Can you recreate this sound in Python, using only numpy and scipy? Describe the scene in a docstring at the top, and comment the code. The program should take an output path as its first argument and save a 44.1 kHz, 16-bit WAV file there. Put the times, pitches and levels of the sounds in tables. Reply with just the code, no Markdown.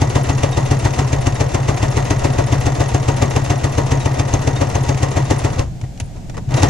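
"""In a quiet room an electric sewing machine stitches cloth about seven times a second, close to the microphone.
On every turn the needle bar and feed push and knock the body, which rings as a set of decaying modes.
Steel links rattle as bursts of noise grains, small parts ping as short sines, and the drive whirrs as steady noise.
It coasts to a stop, a few clicks and thumps sound while the cloth is guided, and it starts again.
Under it lie a short diffuse echo of the room, a wavering rumble and a faint hiss."""
import sys
import numpy as np
from scipy import signal
from scipy.fft import rfft, irfft, next_fast_len
from scipy.io import wavfile

SR = 44100
rng = np.random.default_rng(int(sys.argv[2]) if len(sys.argv) > 2 else 0)


def transcribe(u):
    """Save the signal u as a 16-bit wav file named by the first command-line argument.

    u: samples, shape (n,) or (channels, n), limited to [-1, 1]; the rate is SR.
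    q: integer samples, one column per channel.
    """
    v = np.clip(np.atleast_2d(u).T, -1, 1)
    q = np.round(v * 32767).astype(np.int16)
    wavfile.write(sys.argv[1], SR, q)


N = 295029
T = np.arange(N) / SR
SIZE = next_fast_len(N + SR)
FREQS = np.arange(SIZE // 2 + 1) * SR / SIZE

# presses of the pedal: (start [s], release [s], motor effort at the start [dB])
PEDAL_PRESSES = [(-.1228, 5.56, .7), (6.485, 6.8, 4.5)]
COAST_S = 0.047  # how long the motor takes to die away


def undb(db):
    """Turn decibels into gain."""
    return 10 ** (np.asarray(db) / 20)


def over_hz(points):
    """Join (frequency [Hz], value) points on a log-frequency axis."""
    hz, value = np.transpose(points)
    return np.interp(np.log(FREQS + 1), np.log(hz), value)


def filtered(x, response):
    """Pass a sound through a frequency response."""
    return irfft(rfft(x, SIZE) * response, SIZE)[..., :N]


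def colour(points, rings=()):
    """Make a response of unit mean power: a broad colour with resonances standing out of it."""
    peaks = sum(undb(db) / (1 + 2j * (FREQS - hz) / width) for hz, width, db in rings)
    response = undb(over_hz(points)) * (1 + peaks)
    return response / np.sqrt(np.mean(abs(response) ** 2))


def walk(rate):
    """Wander at random with a spread a little under 1, through `rate` joined points a second."""
    steps = rng.standard_normal(N // 4)
    return 0.97 * np.interp(T * rate, np.arange(len(steps)), steps)


def add(track, start, sound):
    """Mix a sound into a track from a given sample on."""
    lo, hi = max(start, 0), min(start + sound.shape[-1], N)
    if hi > lo:
        track[..., lo:hi] += sound[..., lo - start:hi - start]


def ports(likeness):
    """Make noise for the two microphone ports, partly shared (0 separate, 1 the same)."""
    share = np.clip(likeness, 0, 1)
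    noise = rng.standard_normal((3, N))
    return np.sqrt(share) * noise[0] + np.sqrt(1 - share) * noise[1:]


def drive(s):
    """Motor effort in dB: it swells on a press, eases slightly as it runs and dies away on release."""
    spin_up_s, ease_db_per_s = 0.031, 0.1341
    gain = 1e-4  # floor at rest
    for start, release, db in PEDAL_PRESSES:
        running = np.maximum(s - start, 0)
        coasting = np.maximum(s - release, 0)
        swell = 1 - np.exp(-(running / spin_up_s) ** 2)
        fade = np.exp(-(coasting / COAST_S) ** 2)
        gain = gain + swell * fade * undb(db - ease_db_per_s * running)
    return 20 * np.log10(gain)


def stitches():
    """One needle stroke per turn of the shaft until it has coasted to rest: (time [s], force [dB])."""
    # speed of the main shaft, nearly steady and sagging into the stop: (time [s], speed [stitches/s])
    shaft_speed = [(0, 7.186), (1.33, 7.206), (1.58, 7.09), (2.13, 7.19), (2.83, 7.15), (3.73, 7.208),
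                   (4.23, 7.174), (4.63, 7.232), (5.31, 7.185), (5.44, 6.88)]
    scatter_db = .5  # strokes differ a little in force
    times = []
    for s, release, _ in PEDAL_PRESSES:
        while s < release + 2 * COAST_S:
            times.append(s)
            s += 1 / np.interp(s, *np.transpose(shaft_speed))
    return list(zip(times, scatter_db * rng.standard_normal(len(times))))


def each_turn(strokes, table, jitter_s, scatter_db):
    """Repeat one turn's events for every stitch: (time [s], effort [dB], the table's other columns)."""
    chance = rng.standard_normal((len(strokes), len(table), 2))
    events = []
    for (s, force_db), draws in zip(strokes, chance):
        for row, (late, loud) in zip(table, draws):
            effort = force_db + drive(s + row[0]) + scatter_db * loud
            events.append((s + row[0] + jitter_s * late, effort, *row[1:]))
    return events


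def body(strokes):
    """Blows ring the body's modes; a longer contact gives a duller push."""
    # pushes and knocks on the body in one turn: (time after the stroke [s], level [dB], contact time [s])
    turn_blows = [(-.0064, 18.6, .0158), (.0019, -.7, .0008), (.0057, -7, .001), (.0132, -13.9, .0009),
                  (.0237, -12.1, .001), (.0291, -8.4, .0029), (.0518, -6.4, .0035), (.0595, -9.4, .0068),
                  (.0788, -14, .0054), (.117, 5.5, .0118)]
    # thumps on the table around the stop: (time [s], level [dB], contact time [s])
    table_thumps = [(5.64, 19, 0.019), (5.672, 12.5, 0.016), (5.822, -10, .004), (5.832, -7.5, 0.0045),
                    (6.018, 8.5, 0.013), (6.345, -5, 0.0097), (6.473, -2.5, 0.0042)]
    # the machine body on its table: (frequency [Hz], level [dB], t60 [s])
    body_modes = [(52.4, -24, .178), (92, -4.9, .067), (131.5, -4.5, .25), (222, -28, .1),
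                  (291, -12.6, .06), (418, -16.5, .09), (565, -15, .07), (718, -21.6, .065),
                  (861, -18.4, .059)]
    play_db = -50.5

    turns = each_turn(strokes, turn_blows, jitter_s=.0001, scatter_db=0.5)
    blows = [(s, effort + db, contact) for s, effort, db, contact in turns]
    force = np.zeros(N)
    for s, db, contact in blows + list(table_thumps):
        start = int(s * SR) - 1024  # the push rises ahead of its centre
        t = (start + np.arange(2048)) / SR - s
        push = np.exp(-(np.pi * t / contact) ** 2)
        add(force, start, undb(db) * push / push.sum())

    # play in the bearings shakes it a little at random
    shaking = filtered(rng.standard_normal(N), 1 / (1 + (FREQS / 250) ** 2))
    force += undb(play_db + drive(T)) * shaking

    t = T[:SR // 2]
    ring = np.zeros(len(t))
    for k, (hz, db, t60) in enumerate(body_modes):
        # neighbouring modes move the panel in opposite directions
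        ring += (-1) ** k * undb(db) * np.sin(2 * np.pi * hz * t) * undb(-60 * t / t60)
    radiation = (1j * FREQS / (1j * FREQS + 40)) ** 2  # weak in the deepest bass
    return filtered(force, rfft(ring, SIZE) * radiation)


def rattle(bursts, steady_db, grain_db, likeness):
    """Clouds of tiny impacts that swell and die away, over the uneven chatter of the drive."""
    chatter_db = steady_db + drive(T) + 1.0 * walk(30) + 1.44 * walk(220)
    power = undb(2 * chatter_db)  # doubled dB gives power
    t = np.arange(-SR // 20, SR // 10) / SR
    for s, rise, decay, db in bursts:
        swell = np.exp(-2 * np.maximum(-t / rise, t / decay))
        add(power, int((s + t[0]) * SR), undb(2 * db) * swell)
    grains = undb(grain_db * walk(1300))
    return np.sqrt(power / np.mean(grains ** 2)) * grains * ports(likeness)


def linkage(strokes):
    """Each rattle sounds low in the plastic housing and bright in the steel links."""
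    # rattles in one turn:
    # (time after the stroke [s], rise [s], decay [s], housing level [dB], steel level [dB])
    turn_rattles = [(-.002, 0.0076, .004, -24, -28), (.002, 0.0029, 0.006, -18, -20.5),
                    (.008, 0.0057, 0.026, -16.5, -28.5), (.036, .002, .005, -29, -38),
                    (.057, .0015, 0.009, -27, -33), (.087, 0.0042, 0.017, -27, -29.5),
                    (.101, .005, 0.013, -30, -36.5), (.113, 0.0031, 0.019, -31, -35.5)]
    # clicks while the machine stops, stands and starts:
    # (time [s], rise [s], decay [s], housing level [dB], steel level [dB])
    stop_clicks = [(5.593, 0.00084, .004, -32, -22), (5.814, 0.0011, 0.006, -33.5, -35.5),
                   (5.84, .004, 0.009, -31, -44), (5.976, .001, .005, -55, -39),
                   (6.0005, 0.00052, 0.0077, -23.5, -23.5), (6.163, 0.0051, 0.02, -36.5, -47),
                   (6.298, .0015, 0.005, -27.5, -33.5), (6.345, 0.0023, 0.017, -32, -44),
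                   (6.37, .001, 0.005, -27, -35), (6.379, 0.0034, 0.0087, -21.5, -36),
                   (6.508, .001, .006, -40, -33), (6.541, 0.00077, 0.0083, -41, -22),
                   (6.582, 0.0013, .005, -28, -29)]
    # broad colour of the plastic housing and of the steel links: (frequency [Hz], level [dB])
    housing_colour = [(120, -21.5), (250, -1.5), (400, -3.5), (620, -2), (800, -6.5), (1200, -10.5),
                      (1600, -18), (2600, -31), (3500, -27.5), (6000, -33.5), (14000, -51.5)]
    steel_colour = [(600, -13), (1500, 0), (2700, 5.5), (3300, -2), (4900, -2), (6400, 2.5), (7600, -2.5),
                    (8200, -7.5), (9700, -8.5), (11500, -21), (13000, -23.5), (14500, -51)]
    # resonances of each: (frequency [Hz], width [Hz], level [dB])
    housing_rings = [(565, 29, -1), (731, 38, -4), (942.5, 7.7, 4.5), (1042, 7.7, -2), (1179, 9.2, -4.5),
                     (1925, 137, 10)]
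    steel_rings = [(2840, 180, -15), (3560, 65, -2.5), (5790, 110, -7)]
    whirr_db, hiss_db = -27, -45  # steady drive noise in housing and steel

    turns = each_turn(strokes, turn_rattles, jitter_s=0.00071, scatter_db=1.36)
    hits = [(s, rise, decay, low + effort, high + effort) for s, effort, rise, decay, low, high in turns]
    hits = np.array(hits + list(stop_clicks))
    low = np.delete(hits, -1, axis=1)  # keeps the housing level
    high = np.delete(hits, -2, axis=1)  # keeps the steel level

    housing = rattle(low, steady_db=whirr_db, grain_db=0.5, likeness=0.78)
    # the large links sound alike at both ports; the small bright parts rattle on their own
    large = rattle(high, steady_db=hiss_db, grain_db=2.0, likeness=0.81)
    small = rattle(high, steady_db=hiss_db, grain_db=2.0, likeness=0.24)

    bright = 1 / (1 + (4700 / (FREQS + 1)) ** 8)  # share of power from the small parts
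    steel = colour(steel_colour, steel_rings)
    plastic_sound = filtered(housing, colour(housing_colour, housing_rings))
    large_sound = filtered(large, steel * np.sqrt(1 - bright))
    small_sound = filtered(small, steel * np.sqrt(bright))
    return plastic_sound + large_sound + small_sound


def pings(strokes):
    """Needle, hook and thread guides ring briefly as decaying sines, never twice alike."""
    # small steel parts that ring in one turn:
    # (time after the stroke [s], frequency [Hz], level [dB], t60 [s], extra level scatter [dB])
    turn_pings = [(.079, 9470, -36, .022, 2), (.079, 10320, -39, .01, 2.5), (.079, 11400, -43, .009, 1.5),
                  (.087, 9450, -45, .03, 3), (.055, 5770, -40, .05, 3), (.095, 3770, -44, .1, 3.5),
                  (.002, 6350, -28, .025, 3), (.036, 6500, -36, .035, 3.5), (.056, 6600, -39, .035, 3.5)]
    # a single squeak, then high steel rings in the pause:
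    # (time [s], frequency [Hz], level [dB], t60 [s])
    squeak_and_rings = [(4.562, 3660, -27, 0.11), (6.001, 9730, -30, 0.037), (6.039, 9550, -45, .05),
                        (6.059, 9550, -44, .04)]

    hits = []
    for s, effort, hz, db, t60, scatter in each_turn(strokes, turn_pings, jitter_s=0.0008, scatter_db=4.5):
        hits.append((s, hz, db + effort + scatter * rng.standard_normal(), t60))
    out, t = np.zeros((2, N)), T[:SR // 8]
    for s, hz, db, t60 in hits + list(squeak_and_rings):
        pitch = hz * (1 + 0.0154 * rng.standard_normal())
        lag = 0.2 * rng.standard_normal((2, 1))  # phase at each port, radians
        add(out, int(s * SR), undb(db - 60 * t / t60) * np.sin(2 * np.pi * pitch * t + lag))
    return out


def walls(x):
    """A short diffuse echo of the furnished room, different at each port and weak in the bass."""
    level_db, t60_s = -33, 0.54
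    t = T[:SR // 3]
    echo = rng.standard_normal((2, len(t))) * undb(-60 * t / t60_s)
    echo *= t > .006  # the echo begins after 6 ms
    echo /= np.sqrt(np.sum(echo ** 2, axis=1, keepdims=True))
    treble = FREQS ** 2 / (FREQS ** 2 + 400 ** 2)
    return undb(level_db) * filtered(x, rfft(echo, SIZE) * treble)


def room():
    """A wavering rumble, much alike at both ports, under a faint diffuse hiss."""
    # colour of rumble and hiss together: (frequency [Hz], level [dB])
    room_colour = [(15, -7), (48, 1), (85, -8), (130, 2.5), (200, -8.5), (300, -15.5), (500, -24),
                   (740, -20), (1050, -39), (1600, -38), (2000, -39), (4200, -42.5), (5600, -41.5),
                   (7300, -40.5), (8600, -48), (14500, -59)]
    level_db = -26
    bass = 1 / (1 + (FREQS / 350) ** 2)
    response = colour(room_colour)
    rumble = filtered(ports(likeness=0.8), response * bass) * undb(1.9 * walk(4.14))
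    hiss = filtered(ports(likeness=0.27), response * (1 - bass))
    return undb(level_db) * (rumble + hiss)


def scene():
    """The machine's panels reach the two near ports with different strength and phase."""
    # strength at the ports: (frequency [Hz], left minus right [dB])
    port_balance = [(60, 2), (170, 2), (290, 4), (470, 9.5), (650, 4.5), (850, 2), (1100, -0.5),
                    (1450, 0.5), (1900, -3), (2400, 1), (3200, -0.5), (4800, 0), (6200, 3.5), (7800, -2.5),
                    (12000, -5)]
    # phase at the ports: (frequency [Hz], lead of the left [radians])
    port_phase = [(170, 0), (340, 0.5), (440, 0.6), (560, 3), (700, 1), (860, 0.44), (1200, 1.14),
                  (1700, 1.5), (2300, -1), (2800, -1.1), (6000, 0.64)]

    sides = np.array([[1], [-1]])  # left, right
    gain = undb(sides * over_hz(port_balance) / 2)
    gain = gain / np.sqrt(np.mean(gain ** 2, axis=0))
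    turn = np.exp(.5j * sides * over_hz(port_phase))
    strokes = stitches()
    machine = body(strokes) + linkage(strokes) + pings(strokes)
    return filtered(machine, gain * turn) + walls(machine) + room()


def record(dry):
    """The recorder rounds the highest peaks and cuts the top with a steep low-pass."""
    top_hz = 14300
    rounded = dry / (1 + (dry / .95) ** 6) ** (1 / 6)
    low_pass = signal.ellip(8, .2, 70, top_hz, fs=SR, output="sos")
    return signal.sosfilt(low_pass, rounded)


dry = scene()
out = record(dry)
transcribe(out)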